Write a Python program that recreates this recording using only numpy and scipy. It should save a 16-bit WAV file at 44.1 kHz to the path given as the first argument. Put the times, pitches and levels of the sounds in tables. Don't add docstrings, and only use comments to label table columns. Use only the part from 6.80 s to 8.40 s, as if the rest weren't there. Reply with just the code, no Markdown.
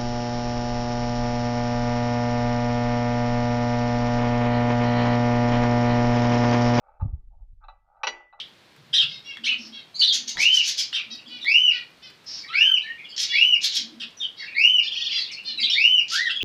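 import sys
import numpy as np
from scipy import signal
from scipy.fft import rfft, irfft
from scipy.io import wavfile

SR = 44100
rng = np.random.default_rng(int(sys.argv[2]) if len(sys.argv) > 2 else 0)


def put_to_file(sound):
    columns = np.atleast_2d(sound).T
    safe = np.clip(columns, -1, 1)
    whole_steps = np.round(safe * 32767)
    wavfile.write(sys.argv[1], SR, whole_steps.astype(np.int16))


N = 70560

# start_s, level_db, low_edge_hz, brightness_hz, rod_ring_db, plate_ring_db, clatter_db
CLINKS = [(1.2334, 1, 494, 6000, -5.5, 1.5, -2.5), (1.2691, 0.5, 190, 12170, 3.5, -9, 4)]
# pitch_hz, level_db, t60_s
ROD_MODES = [(1962, -34, .17), (1982, -42, .62), (2929, -32, .16), (4780, -40, .1), (5803, -33, .12),
             (3961, -34, .13), (4653, -44, .2), (6915, -56, .21)]
# pitch_hz, level_db, t60_s
PLATE_MODES = [(534, -38, .13), (581, -53.5, 0.38), (705, -47, .14), (783.5, -37.5, .14),
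               (828.4, -25, 0.063), (890.2, -27, 0.11), (1118.6, -36.5, .08), (1140, -23.5, 0.055),
               (1302, -37, .12), (1510.6, -37, 0.12), (2377, -26.5, 0.037), (2576, -34, 0.077),
               (2616, -29.5, 0.09), (3690, -43, 0.055)]
# pitch_hz, level_db, t60_s
FRAME_MODES = [(172, -57, .2), (238, -48, .22), (296, -48, .25), (352, -49, .3), (424, -51, .4)]
FRAME_RISE_S = 0.023
# frequency_hz, relative_level_db
CLATTER_COLOUR = [(100, -27.5), (250, -15.5), (420, -7.5), (560, -8.5), (850, 1), (1200, -2.5),
                  (1700, -6.5), (2500, -7.5), (3200, -9.5), (3800, -8), (4600, -11.5), (5150, -18),
                  (5750, -9.5), (6500, -26), (7300, -39)]
CLATTER_DB, CLATTER_HOLD_S, CLATTER_T60_S = -29.5, 0.008, 0.07
CONTACT_S = 0.00042

# start_s, level_db, brightness_hz, rod_ring_db
TICKS = [(.083, -26.5, 1456, -3.5), (.1975, -15.5, 1100, 2.5), (0.208, -14, 1816, -1),
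         (0.84, -21, 4200, -7), (.8836, -10.5, 3930, -0.5), (1.165, -29, 1340, 10.5),
         (1.403, -24, 2000, -3), (1.5262, -15.5, 2213, 7), (1.591, -17.5, 2780, -1)]
# frequency_hz, relative_level_db
TICK_COLOUR = [(200, -40.5), (450, -27.5), (600, -12), (840, 8.5), (1020, -11), (1200, 4.5), (1600, -11.5),
               (1850, -28.5), (2300, -30), (2650, -15), (3100, -60.5), (3650, -14), (3980, -11),
               (4400, -48), (7000, -46.5)]
TICK_DB, TICK_HOLD_S, TICK_T60_S, TICK_PLATE_DB = -32, 0.0088, 0.067, -5.5
TICK_MUTING = 0.57

# start_s, end_s, start_level_db, end_level_db, low_edge_hz, brightness_hz
STROKES = [(0, 0.17, -62.5, -60, 350, 2200), (.2, 0.345, -42.5, -76.5, 300, 1110),
           (0.505, 0.547, -72, -64.5, 650, 900), (.58, 0.637, -68.5, -75.5, 750, 938),
           (0.802, 0.843, -71.5, -52.5, 1100, 1720), (0.905, 1.012, -58, -84, 650, 1750),
           (1.042, 1.266, -73, -53.5, 600, 1770), (1.31, 1.468, -48, -68, 350, 1800),
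           (1.541, 1.616, -55, -59.5, 450, 1750)]
# frequency_hz, relative_level_db
SCRAPE_COLOUR = [(200, -34), (420, -18), (560, -4), (720, -3.5), (860, 3), (1030, -19), (1250, -5),
                 (1480, -11.5), (1700, -37.5), (2400, -30.5), (7000, -57)]
SLIPS_PER_S, SLIP_SCATTER_DB, SCRAPE_RING_DB = 690, 4.5, -13
STROKE_ATTACK_S, STROKE_T60_S = 0.012, 0.084

# start_s, pitch_hz, level_db, swell_s
KNOCKS = [(0.196, 35.9, -28.5, 0.011), (0.2172, 82.7, -16.5, 0.0058), (.250, 102, -18.5, 0.0037),
          (.277, 35.6, -24.5, 0.0063), (0.326, 66.3, -21.5, 0.006), (0.351, 64.5, -41, 0.0083),
          (0.605, 37.84, -34, .009), (0.721, 68.9, -45.5, 0.0054)]
KNOCK_OVERTONE, KNOCK_OVERTONE_DB = 2.06, -14.5
FRAME_KNOCK_DB = -0.5

# time_s, level_db
RUMBLE_LEVEL = [(0, -72), (.16, -59), (.23, -53), (.36, -48.5), (.45, -44.5), (.65, -46.5), (.87, -51),
                (1.0, -63), (1.15, -68.5), (1.6, -67.5)]
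# frequency_hz, relative_level_db
RUMBLE_COLOUR = [(12, -3), (28, 6.5), (50, -7.5), (80, -16.5), (120, -31), (200, -43.5), (400, -65),
                 (900, -84)]

# frequency_hz, t60_s
ROOM_T60 = [(150, 0.52), (400, 0.07), (1000, 0.3841), (2000, 0.33), (4000, 0.0326), (7000, 0.27)]
# frequency_hz, relative_level_db
ROOM_COLOUR = [(60, -19.5), (170, -12.5), (330, 8), (600, 2), (900, -8), (2000, -3.5), (4000, 3),
               (7000, -7.5)]
ROOM_DB, ROOM_ONSET_S, ROD_ROOM_DB = -6.5, 0.008, -6.5

# frequency_hz, relative_level_db
HISS_COLOUR = [(20, 6.5), (80, 7.5), (180, 14.5), (300, -9.5), (1000, -11.5), (3000, -11.5), (8000, -18),
               (15000, -20.5)]
HISS_DB, TOP_HZ = -86.5, 7050


def undb(db):
    return 10 ** (np.asarray(db) / 20)


def unit(x):
    return x / np.sqrt(np.mean(x ** 2) + 1e-30)


def curve(points):
    return np.interp(np.arange(N) / SR, *np.array(points).T)


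def at(points, hz):
    point_hz, values = np.array(points, float).T
    return np.interp(np.log(hz + 1e-9), np.log(point_hz), values)


def freqs():
    return np.arange(N + 1) * SR / (2 * N)


def shape(x, gain):
    return irfft(rfft(x, 2 * N) * gain)[:N]


def noise(colour):
    gain = undb(at(colour, freqs()))
    return unit(shape(rng.standard_normal(N), gain))


def age(start):
    return np.maximum(np.arange(N) / SR - start, 0)


def fade(t, t60):
    return np.exp(-np.log(1000) * t / t60)


def soften(x, hz, order=3, kind="low"):
    corner = min(hz, SR / np.e)
    return signal.sosfilt(signal.butter(order, corner, kind, fs=SR, output="sos"), x + 1e-18)


def place(x, start):
    i = int(np.clip(start * SR, 0, N - 1))
    risen = x * (1 - fade(age(0), 7 * CONTACT_S))
    return np.concatenate([np.zeros(i), risen[:N - i]])


def ring(modes, t):
    out = 0
    for k, (hz, db, t60) in enumerate(modes):
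        out = out + (-1) ** k * undb(db) * fade(t, t60) * np.sin(2 * np.pi * hz * t)
    return out


def clinks():
    t, out = age(0), np.zeros((2, N))
    plate, rod = ring(PLATE_MODES, t), ring(ROD_MODES, t)
    chatter = undb(CLATTER_DB) * fade(age(CLATTER_HOLD_S), CLATTER_T60_S)
    for start, db, low_hz, bright_hz, rod_db, plate_db, clatter_db in CLINKS:
        clatter = undb(clatter_db) * chatter * noise(CLATTER_COLOUR)
        body = undb(plate_db) * plate + frame(t) + clatter
        hit = np.array([place(body, start), undb(rod_db) * place(rod, start)])
        out += undb(db) * soften(soften(hit, bright_hz), low_hz, kind="high")
    return out


def ticks():
    t, out = age(0), np.zeros(N)
    muting = undb(TICK_MUTING * at(TICK_COLOUR, freqs()))
    plate = undb(TICK_PLATE_DB) * shape(ring(PLATE_MODES, t), muting)
    rod = shape(ring(ROD_MODES, t), muting)
    chatter = undb(TICK_DB) * fade(age(TICK_HOLD_S), TICK_T60_S)
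    for start, db, bright_hz, rod_db in TICKS:
        hit = plate + undb(rod_db) * rod + chatter * noise(TICK_COLOUR)
        out += undb(db) * soften(place(hit, start), bright_hz)
    return soften(out, hz=450, kind="high")


def scrape():
    slipping = rng.random(N) < SLIPS_PER_S / SR
    direction = rng.choice([-1, 1], N)
    scatter_db = SLIP_SCATTER_DB * np.clip(rng.standard_normal(N), -2, 2)
    slips = slipping * direction * undb(scatter_db)
    rub = unit(shape(slips, undb(at(SCRAPE_COLOUR, freqs()))))
    ringing = unit(signal.fftconvolve(slips, ring(PLATE_MODES, age(0)))[:N])
    rub = rub + undb(SCRAPE_RING_DB) * ringing
    out = np.zeros(N)
    for start, end, first_db, last_db, low_hz, bright_hz in STROKES:
        pressure = undb(np.interp(age(0), [start, end], [first_db, last_db]))
        touch = (1 - np.exp(-age(start) / STROKE_ATTACK_S)) * fade(age(end), STROKE_T60_S)
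        grit = soften(soften(rub, bright_hz, order=6), low_hz, order=4, kind="high")
        out += pressure * touch * unit(grit)
    return out


def knocks():
    out = np.zeros(N)
    for start, hz, db, swell in KNOCKS:
        t = age(start)
        rise, turn = t / (2 * swell), 2 * np.pi * hz * t
        push = (rise * np.exp(1 - rise)) ** 2
        overtone = undb(KNOCK_OVERTONE_DB) * push ** 2 * np.sin(KNOCK_OVERTONE * turn)
        swing = push * np.sin(turn) + overtone
        out += undb(db) * (swing + undb(FRAME_KNOCK_DB) * frame(t))
    return out


def frame(t):
    return ring(FRAME_MODES, t) * (1 - np.exp(-(t / FRAME_RISE_S) ** 2))


def rumble():
    return noise(RUMBLE_COLOUR) * undb(curve(RUMBLE_LEVEL))


def room(x):
    t, grain, tail = age(0), rng.standard_normal(N), 0
    colour = undb(at(ROOM_COLOUR, freqs()))
    for hz in 62.5 * 2. ** np.arange(9):
        band = np.maximum(1 - np.abs(np.log2((freqs() + 1e-9) / hz)), 0)
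        decay = fade(t, at(ROOM_T60, hz)) * (1 - np.exp(-(t / ROOM_ONSET_S) ** 2))
        tail = tail + shape(grain, band * colour) * decay / np.linalg.norm(decay)
    return undb(ROOM_DB) * signal.fftconvolve(x, tail)[:N]


def scene():
    struck, rod = clinks()
    machine = struck + ticks() + scrape() + knocks() + rumble()
    echo = room(machine + undb(ROD_ROOM_DB) * rod)
    return (machine + rod + echo)[None]


def record(dry):
    cut = signal.sosfilt(signal.ellip(8, .3, 60, TOP_HZ, fs=SR, output="sos"), dry)
    leak = undb(-24) * soften(dry, TOP_HZ, order=2, kind="high")
    hissy = cut + leak + undb(HISS_DB) * noise(HISS_COLOUR)
    return signal.sosfilt(signal.ellip(8, .2, 70, 15500, fs=SR, output="sos"), hissy)


dry = scene()
out = record(dry)
put_to_file(out)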